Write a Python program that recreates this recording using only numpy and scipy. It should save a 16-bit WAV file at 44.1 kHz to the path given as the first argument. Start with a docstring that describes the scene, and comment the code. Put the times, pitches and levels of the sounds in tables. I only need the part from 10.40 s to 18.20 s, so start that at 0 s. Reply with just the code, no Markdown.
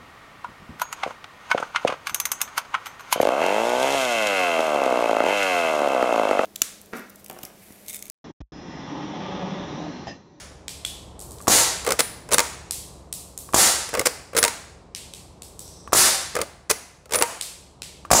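"""In a hard-walled indoor range, a lever-action air rifle fires four times right beside the microphone.
Each blast is a pressure pulse that echoes in the barrel and fills the room; a limiter holds the roar down.
After each of the first three shots the lever is thrown open and shut: steel knocks, judders and rings.
Brass shells tick, bounce and once roll on the tiles, before the first shot as well, over a faint low drone."""
import sys
import numpy as np
from scipy import signal
from scipy.fft import irfft
from scipy.io import wavfile
from scipy.ndimage import uniform_filter1d

SR = 44100
rng = np.random.default_rng(int(sys.argv[2]) if len(sys.argv) > 2 else 0)


def put_to_file(sound):
    """Save the sound as 16-bit audio at rate SR, in the file named by the first command-line argument."""
    columns = np.atleast_2d(sound).T  # one column per channel
    safe = np.clip(columns, -1, 1)
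    whole_steps = np.round(safe * 32767)
    wavfile.write(sys.argv[1], SR, whole_steps.astype(np.int16))


N = 343978
TIME = np.arange(SR // 3) / SR  # seconds within one short sound


def amp(db):
    """Decibel law: twenty decibels are a factor of ten in amplitude."""
    return 10 ** (np.asarray(db) / 20)


def read(points, hz):
    """Logarithmic pitch scale: a table's value is interpolated along log frequency."""
    pitch_hz, value = np.transpose(points)
    return np.interp(np.log(hz + 1), np.log(pitch_hz), value)


def add(mix, start_s, sound):
    """Superposition: a sound is summed into the mix, in place, from its start time."""
    part = mix[max(round(start_s * SR), 0):][:len(sound)]
    part += sound[:len(part)]


def noise(spectrum, size):
    """Random phase: a shaped magnitude spectrum with random phases is steady noise, here of rms 1."""
    hz = np.fft.rfftfreq(size, 1 / SR)
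    phase = np.exp(2j * np.pi * rng.random(len(hz)))
    x = irfft(amp(read(spectrum, hz)) * phase, size)
    return x / x.std()


def burst(spectrum, decay_ms, rise_ms):
    """High modal density: many dying vibrations merge into decaying noise, rms about 1 over one decay time."""
    ms = TIME * 1000
    envelope = (1 - np.exp(-ms / rise_ms)) * np.exp(-ms / decay_ms)
    x = noise(spectrum, len(TIME)) * envelope
    return x / np.sqrt(np.sum(x ** 2) * ms[1] / decay_ms)


def click(spectrum):
    """Impulse: aligned phases concentrate a spectrum into the shortest tick, here of energy 1."""
    magnitude = amp(read(spectrum, np.fft.rfftfreq(128, 1 / SR)))
    x = np.roll(irfft(magnitude), 32)
    return x / np.linalg.norm(x)


def ring(modes, spread=0):
    """Modal decay: a struck body sounds as dying sines; with spread, a changing grip detunes them."""
    out = np.zeros(len(TIME))
    for pitch_hz, level_db, t60_s in modes:
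        detuned_hz = pitch_hz * (1 + spread * rng.standard_normal())
        out += amp(level_db - 60 * TIME / t60_s) * np.sin(2 * np.pi * detuned_hz * TIME)
    return out


# reverberation time of the room; columns: pitch_hz, t60_s
ROOM_T60 = [(100, 0.29), (500, 0.64), (1500, 0.75), (4000, 0.74), (7500, 0.62), (10500, 0.52),
            (15000, 0.42)]


def room(x, build_s, early=0., ripple=0.099):
    """Diffuse field: each band's energy builds up, then decays at its own rate; near surfaces add early energy."""
    hz, t, z = signal.stft(x, SR, nperseg=256, noverlap=192)
    power = uniform_filter1d(abs(z) ** 2, size=5, axis=0)
    age = t[None, :SR // 64]
    fade = amp(-60 * age / read(ROOM_T60, hz)[:, None]) ** 2
    fade *= (1 - np.exp(-(age / build_s) ** 2)) ** 2
    fade *= 1 + early * np.exp(-age / 0.014)
    energy = signal.fftconvolve(power, fade / fade.sum(1).mean(), axes=1)[:, :len(t)]
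    # ten random delays, constant throughout, interfere and leave steady ripples in the spectrum
    paths = np.zeros(SR // 40)
    paths[rng.integers(SR // 300, len(paths), size=10)] = ripple * rng.choice([-1, 1], size=10)
    paths[0] = 1
    rippled = signal.oaconvolve(rng.standard_normal(N), paths)[:N]
    scatter = signal.stft(rippled, SR, nperseg=256, noverlap=192)[2]
    diffuse = scatter / scatter.std() * np.sqrt(abs(energy))
    return signal.istft(diffuse, SR, nperseg=256, noverlap=192)[1][:N]


# the shots, with relative levels of each part
# columns: start_s, pulse_db, wall_echo_db, gas_jet_db, low_boom_db, muzzle_whistle_db, hammer_db
SHOTS = [(1.08, 0, -14.5, -7.5, -14.5, -12.5, -12.5), (3.1438, 1.5, -14, -6, -17, -12.5, -11.5),
         (5.5313, 1.5, -13, -4, -16, -19, -16), (7.7134, 10, -6.5, -11, -3, 0, -8.5)]
# hard surfaces that throw the crack back; columns: delay_s, level_db
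WALLS = [(0.0183, 6), (0.0348, -11), (.0365, -6), (.049, -13)]
# noise spectra of gas jet, low boom and muzzle whistle; columns: pitch_hz, level_db
JET = [(50, -5), (200, -12), (600, -4), (1000, -3), (1600, 0.5), (2900, -5), (4200, 0.5), (7000, 2),
       (10000, 4.5), (11500, -1.5), (15500, -6.5)]
BOOM = [(25, -34), (70, 0.5), (130, -6), (250, -9.5), (450, 1.5), (800, -1), (1200, -9), (1700, -14.5),
        (2500, -18), (8000, -45)]
WHISTLE = [(500, -13.5), (3000, -17.5), (5200, -7), (6300, -1), (7200, 2.5), (8600, -8), (11000, -14.5),
           (15500, -16.5)]
# modes of the receiver, also struck by the lockwork; columns: pitch_hz, level_db, t60_s
RECEIVER = [(1147, -1.5, 0.03), (1340, -13, .022), (1650, -12, 0.014), (2450, -16, 0.013)]


def shots():
    """Muzzle blast: a pressure pulse leaves, echoes up and down the barrel, and a gas jet drives the room."""
    near, forward = np.zeros(N), np.zeros(N)
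    lead_s, round_trip_s = .001, .0029  # pulse centre within the crack; barrel echo period
    peak_ms = 0.24  # from the pulse's centre to either peak
    shock = -np.exp(-TIME / .00007) + .25 * np.exp(-TIME / .00028)
    for start_s, pulse_db, echo_db, jet_db, boom_db, whistle_db, _ in SHOTS:
        u = (TIME - lead_s) * 1000 / peak_ms
        crack = amp(pulse_db + 6.5) * u * np.exp(-u ** 2 / 2)
        add(crack, lead_s / 2, amp(pulse_db - 8.5) * burst(JET, decay_ms=3.0, rise_ms=.2))
        add(crack, lead_s, amp(boom_db + 7) * burst(BOOM, decay_ms=4.6, rise_ms=0.8))
        # each return from the barrel has steepened into a shock that rings the muzzle
        for k in range(1, 7):
            puff = amp(5.5) * shock + burst(WHISTLE, decay_ms=0.94, rise_ms=.05)
            add(crack, lead_s + k * round_trip_s, amp(pulse_db - 3.0 * k) * puff)
        add(crack, lead_s, amp(pulse_db - 12.0) * ring(RECEIVER, spread=.02))
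        add(near, start_s - lead_s, crack)
        for delay_s, wall_db in WALLS:
            add(near, start_s - lead_s + delay_s, amp(echo_db + wall_db) * crack)
        add(forward, start_s, amp(jet_db) * burst(JET, decay_ms=20.0, rise_ms=19.0))
        add(forward, start_s, amp(whistle_db) * burst(WHISTLE, decay_ms=24, rise_ms=3.4))
        add(forward, start_s, amp(boom_db) * burst(BOOM, decay_ms=14.4, rise_ms=1.4))
    return near + amp(-12.5) * forward + amp(1) * room(forward, build_s=0.015, ripple=0.2)


# the trigger clicks; columns: start_s, level_db (relative)
TRIGGERS = [(1.004, -29), (3.09, -27), (5.476, -22.5), (7.651, -22.5)]
# spectrum of knocking steel, shared by every clack of the action; columns: pitch_hz, level_db
STEEL = [(100, -28.5), (400, 0.5), (1000, -0.5), (2100, 1.5), (3000, -3.5), (4800, 0.5), (7500, 0),
         (10000, 1), (11300, -9.5), (15500, -8)]


def lockwork():
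    """Impact excitation: the trigger click and the hammer blow each set the receiver's modes ringing."""
    out = np.zeros(N)
    lock_s = .0087  # the hammer lands this long before the shot
    trigger_tick_db, hammer_tick_db = -20, -9.5  # extra level of each steel tick
    pulls = [(start_s, db, trigger_tick_db) for start_s, db in TRIGGERS]
    falls = [(start_s - lock_s, db, hammer_tick_db) for start_s, *_, db in SHOTS]
    for start_s, db, tick_db in pulls + falls:
        add(out, start_s, amp(db + tick_db - 8) * burst(STEEL, decay_ms=8.4, rise_ms=.6))
        add(out, start_s, amp(db - 3.5) * ring(RECEIVER, spread=0.026))
    return out


# the bolt slides and judders in its track; columns: start_s, length_s, level_db
SLIDES = [(1.465, 0.074, -29), (1.923, 0.045, -24), (3.527, 0.028, -33), (3.573, 0.041, -26.5),
          (3.949, 0.08, -31.5), (5.943, 0.035, -32), (5.986, .05, -30.5), (6.733, 0.048, -33),
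          (6.805, 0.016, -26)]
# modes of the wooden stock, also shaken by every knock; columns: pitch_hz, level_db, t60_s
STOCK = [(460, -15.5, 0.019), (486, 1.5, 0.06), (575, 1, .04), (634, -12.5, 0.044), (975, -15, .04),
         (1180, -0.5, 0.039), (1680, -15, 0.015)]


def slides():
    """Stick-slip friction: a quick run of small jolts keeps the stock ringing and the steel rasping."""
    out = np.zeros(N)
    for start_s, length_s, level_db in SLIDES:
        jolts = np.zeros(len(TIME))
        at_s = np.cumsum(rng.uniform(.001, .005, 60))
        size = rng.standard_normal(60)
        inside = at_s < length_s
        jolts[(at_s[inside] * SR).astype(int)] = size[inside]
        body = ring(STOCK, spread=0.04) + amp(-2) * burst(STEEL, decay_ms=1.0, rise_ms=.1)
        judder = signal.fftconvolve(jolts, body)
        rms = np.sqrt(np.sum(judder ** 2) / (length_s * SR))
        add(out, start_s, amp(level_db) * judder / rms)
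    return out


# single knocks of bolt and lever along their travel; columns: start_s, clack_db (steel), thud_db (stock)
KNOCKS = [(1.448, -27, -30), (1.465, -22, -17.5), (1.475, -22, -18), (1.49, -21, -19.5), (1.506, -16, -15),
          (1.521, -12.5, -32), (1.8895, -36, -32), (3.49, -28, -33), (3.539, -24, -19), (3.55, -23, -18),
          (3.572, -29, -21), (3.594, -12.5, -34), (4.0798, -16.5, -32.5), (5.953, -21, -24),
          (5.965, -24, -18), (5.989, -41, -20), (6.015, -16.5, -32), (6.657, -44, -44.5), (6.694, -45, -41),
          (6.787, -19.5, -22.5)]
# the lever reaches its open stop; columns: start_s, level_db (relative)
STOPS = [(1.592, -0.5), (3.657, -1), (6.2993, -2)]
# at every stop: a faint first touch, then lever, carrier and ejector in turn
# columns: delay_s, clack_db, thud_db, decay_ms
STOP_PARTS = [(-.003, -27.5, -29.5, 3), (0, -12.5, -20, 4.6), (.0065, -16.5, -23.5, 6.5),
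              (.012, -7, -18, 2.2)]
# the bolt runs forward and picks up the next shell; columns: start_s (first firm contact), clack_db,
# thud_db, growth_db (clack, per contact), takeup_s (spacing), takeup_db (clack)
FEEDS = [(1.923, -17.5, -16, 6, .0075, -22.5), (3.966, -15, -17, 1, .017, -32),
         (6.7353, -17, -19, 0, .0135, -23)]
# the lever snaps home; columns: start_s, clack_db, count (contacts on the way in), early_db (their clack),
# rebound_db, loop_db (ring of the lever loop)
LATCHES = [(1.9928, -4.5, 1, -2.5, -10, -23.5), (4.049, -7, 2, -4.5, -19, -23),
           (6.8234, 0, 1, -20, -15, -19.5)]


def knocks():
    """Successive impacts: yields each contact of open, stop, feed and latch: s, clack dB, thud dB, decay ms."""
    knock_ms = 1.8
    for start_s, clack_db, thud_db in KNOCKS:
        yield start_s, clack_db, thud_db, knock_ms
    for start_s, db in STOPS:
        for delay_s, clack_db, thud_db, decay_ms in STOP_PARTS:
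            yield start_s + delay_s, db + clack_db, db + thud_db, decay_ms
    feed_gap_s, feed_ms = .0098, 3.24  # spacing and decay of the firm contacts
    for start_s, clack_db, thud_db, growth_db, takeup_s, takeup_db in FEEDS:
        # lighter touches take up the slack first, weaker with each step back
        for k in (1, 2):
            yield start_s - k * takeup_s, takeup_db - 12.5 * (k - 1), thud_db - 7 * k, feed_ms
        for k in (0, 1, 2):
            yield start_s + k * feed_gap_s, clack_db + k * growth_db, thud_db - k, feed_ms
    latch_gap_s, latch_ms = .0102, 1.6
    for start_s, clack_db, count, early_db, rebound_db, _ in LATCHES:
        contacts = [early_db] * round(count) + [clack_db, rebound_db]
        for k, db in enumerate(contacts, -round(count)):
            # the thud grows more slowly than the clack
            yield start_s + k * latch_gap_s, db, -12.5 + .45 * db, latch_ms
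    # two loose parts knock at random during each slide
    for start_s, length_s, db in SLIDES:
        for place, size in rng.random(size=(2, 2)):
            clack_db = db - 0.5 + (2 * size - 1)
            yield start_s + place * length_s, clack_db, clack_db + 1, knock_ms


# noise spectrum of the stock's thud; columns: pitch_hz, level_db
THUD = [(25, -28.5), (70, -2.5), (220, -21.5), (440, 0.5), (800, -3.5), (1400, -4.5), (2500, -8),
        (6000, -36)]
# modes of the bolt, of the frame humming after a stop, and of the lever loop
# columns: pitch_hz, level_db, t60_s
BOLT = [(1500, -3.5, 0.041), (2097, -2, 0.043), (2440, -12.5, .025), (4590, -12.5, 0.027),
        (5420, -4.5, 0.02), (7520, 2.5, 0.014), (8270, -2.5, 0.027)]
FRAME = [(1710, -55.5, .8), (2030, -48.5, .8), (2050, -50.5, .8)]
LOOP = [(938, 1.5, 0.15), (1809, -23, 0.27), (6110, -25, 0.47), (6729, -22, 0.68), (9700, -19, .2),
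        (11870, -27, .25)]
# the shell is struck in the action
# columns: start_s, level_db (relative), upper_db (upper mode of each pair), t60_s
SHELL_RINGS = [(1.6032, -30.5, -10, 0.43), (1.939, -8.5, -8, 0.046), (3.9867, -22.5, 7.5, 0.086),
               (6.756, -20.5, -11, 0.12), (6.796, -26, -11, 0.06)]
# close mode pairs of a thin tube; columns: low_hz, high_hz, pair_db
SHELL = [(9700, 10480, 0.5), (13480, 14090, -10)]


def action():
    """Coupled vibration: knocking steel parts shake the wooden stock; shell, frame and lever loop ring on."""
    out = slides() + lockwork()
    seat_s = .0005  # the chatter begins this long before the parts seat
    for start_s, clack_db, thud_db, decay_ms in knocks():
        add(out, start_s - seat_s, amp(clack_db + 1.5) * burst(STEEL, decay_ms, rise_ms=2.2))
        add(out, start_s, amp(clack_db - 11) * ring(BOLT, spread=0.015))
        add(out, start_s, amp(thud_db - 7.5) * burst(THUD, decay_ms=6.8, rise_ms=1.6))
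        stock = ring(STOCK, spread=0.065) * (1 - np.exp(-TIME / 0.0026))
        add(out, start_s, amp(thud_db - 0.5) * stock)
    for start_s, level_db, upper_db, t60_s in SHELL_RINGS:
        for low_hz, high_hz, pair_db in SHELL:
            pair = ring([(low_hz, 0, t60_s), (high_hz, upper_db, t60_s)])
            add(out, start_s, amp(level_db + pair_db + 3.0) * pair)
    for start_s, level_db in STOPS:
        add(out, start_s, amp(level_db) * ring(FRAME))
    for start_s, *_, loop_db in LATCHES:
        add(out, start_s, amp(loop_db + 5) * ring(LOOP))
    return out + amp(-14.0) * room(out, build_s=0.0025, early=3.0)


# shells land on the tiles
# columns: start_s, level_db (relative), tilt_db_per_octave (brightness), count (taps as the shell rocks)
BOUNCES = [(0.2812, -22.5, -4.5, 1), (0.4508, -21, -1, 1), (0.793, -32.5, 8.5, 4), (0.9085, -35, 8, 2),
           (0.985, -39, -1, 1), (1.014, -36, 10, 2), (2.3094, -15.5, 4.5, 1), (2.7272, -19.5, 7, 1),
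           (2.977, -23.5, 9.5, 1), (3.127, -31.5, 6, 1), (4.549, -22.5, -4.5, 1), (4.737, -29, -2, 1),
           (5.021, -29.5, 2, 1), (5.193, -28, 7, 1), (5.2788, -37.5, 2, 1), (7.0117, -17.5, -0.5, 1),
           (7.42, -24.5, -6.5, 1)]


def taps():
    """Rocking impact: a landed shell tips from end to end; yields s, dB and tilt dB per octave of each tap."""
    rock_s, other_end_s = .0097, .0017  # from tap to tap, and from a tap to the shell's other end
    for start_s, level_db, tilt_db, count in BOUNCES:
        for k in range(round(count)):
            tap_s, tap_db = start_s + k * rock_s, level_db - .5 * k
            yield tap_s, tap_db, tilt_db
            yield tap_s + other_end_s, tap_db - 6.5, tilt_db


# spectrum of brass on tile before the tilt; columns: pitch_hz, level_db
TILE = [(300, -30.5), (1400, -29.5), (2400, -3), (3300, -0.5), (4200, 3.5), (6500, 0), (8000, 7),
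        (10200, -1), (12000, -8.5), (15500, -19.5)]
# modes of one landing that rings on; columns: pitch_hz, level_db, t60_s
PING = [(3440, -40.5, 0.54), (3380, -37, .5), (3340, -17, 0.023), (2760, -30, 0.026)]
# a shell rolls to rest: its envelope; columns: time_s, level_db
ROLL_DB = [(5.19, -70), (5.22, -50), (5.35, -50), (5.5, -58), (5.7, -87)]
# spectrum of the roll, relative; columns: pitch_hz, level_db
ROLL = [(2000, -42), (3500, -8), (4800, -6), (5800, 5), (6800, -13), (8100, 0), (9200, -15), (12000, -44)]


def shells():
    """Direct and reverberant sound: brass ticks and rolls a little way off, with a ceiling echo and much room."""
    direct, spread, out = np.zeros((3, N))
    for start_s, level_db, tilt_db in taps():
        colour = [(hz, db + tilt_db * np.log2(hz / 6000)) for hz, db in TILE]
        add(direct, start_s, amp(level_db + 1) * burst(colour, decay_ms=0.86, rise_ms=0.025))
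        # summed over all directions, the shell's sound is more even and a little brighter
        evened = [(hz, 0.61 * db + 1.7 * np.log2(hz / 6000)) for hz, db in colour]
        add(spread, start_s, amp(level_db + 17.0) * click(evened))
    add(out, .0112, amp(-8.0) * direct)  # ceiling echo
    ping_s = .4497
    add(out, ping_s, ring(PING))
    add(spread, ping_s, amp(-10.5) * ring(PING))
    time_s, level_db = np.transpose(ROLL_DB)
    envelope = np.interp(np.arange(N) / SR, time_s, amp(level_db), left=0, right=0)
    out += noise(ROLL, N) * envelope
    return direct + out + room(spread, build_s=0.0096)


# spectrum of the low air rumble, relative; columns: pitch_hz, level_db
AIR = [(20, -24), (33, -14.5), (47, -3), (70, 2), (100, 0), (145, -3.5), (230, -7.5), (450, -6.5),
       (800, -11.5), (1100, -14.5), (1500, -26.5), (3000, -35), (9000, -43), (12000, -68.5)]
# level of the rumble over time; columns: time_s, level_db
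AIR_DB = [(0.0, -49), (1.02, -44), (3.56, -49.5), (4.3, -50.5), (5.63, -47.5), (6.41, -56), (7.8, -49.5)]
# faint drone of the building, which swells with the rumble; columns: pitch_hz, level_db (re the rumble)
DRONE = [(47, -9), (70, -3), (140, -9.5), (179, -8.5)]


def background():
    """Ambient noise: low rumble and phase-wandering drones, and the reverberant tail of an earlier clack."""
    time_s, level_db = np.transpose(AIR_DB)
    t = np.arange(N) / SR
    air = noise(AIR, N)
    for pitch_hz, drone_db in DRONE:
        wander = np.cumsum(rng.standard_normal(N)) / np.sqrt(SR)
        drift = .4 * wander  # cycles, growing by .4 per root second
        air += amp(drone_db) * np.sin(2 * np.pi * (pitch_hz * t + drift))
    air *= amp(np.interp(t, time_s, level_db))
    earlier = np.zeros(N)
    add(earlier, 0, burst(STEEL, decay_ms=5.8, rise_ms=0.25))
    tail = room(earlier, build_s=0.011)[SR // 7:]
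    add(air, 0, amp(-20.5) * tail)
    return air


def scene():
    """Superposition at one point: every source reaches one microphone, giving two equal channels."""
    return np.tile(shots() + action() + shells() + background(), (2, 1))


def record(dry):
    """Dynamic compression: a limiter falls fast and recovers slowly; then bass cut, soft overload, band limit."""
    power_db = 10 * np.log10(abs(uniform_filter1d(dry[0] ** 2, size=440)) + 1e-12)
    recovery_db = np.arange(N) / SR * 110  # the held level falls 110 dB per second
    held_peak_db = np.maximum.accumulate(power_db + recovery_db) - recovery_db
    over_db = np.maximum(held_peak_db + 14.5, 0)  # excess above a -14.5 dB threshold
    held = dry * amp(-.8 * uniform_filter1d(over_db, size=100))
    held = signal.sosfilt(signal.butter(2, 36, "highpass", fs=SR, output="sos"), held)
    clipped = held / (1 + held ** 6) ** (1 / 6)
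    edge_hz = 15700
    lowpass = signal.firwin(255, edge_hz, window=("kaiser", 8), fs=SR)
    return signal.oaconvolve(clipped, lowpass[None], "same")


dry = scene()
out = record(dry)
put_to_file(out)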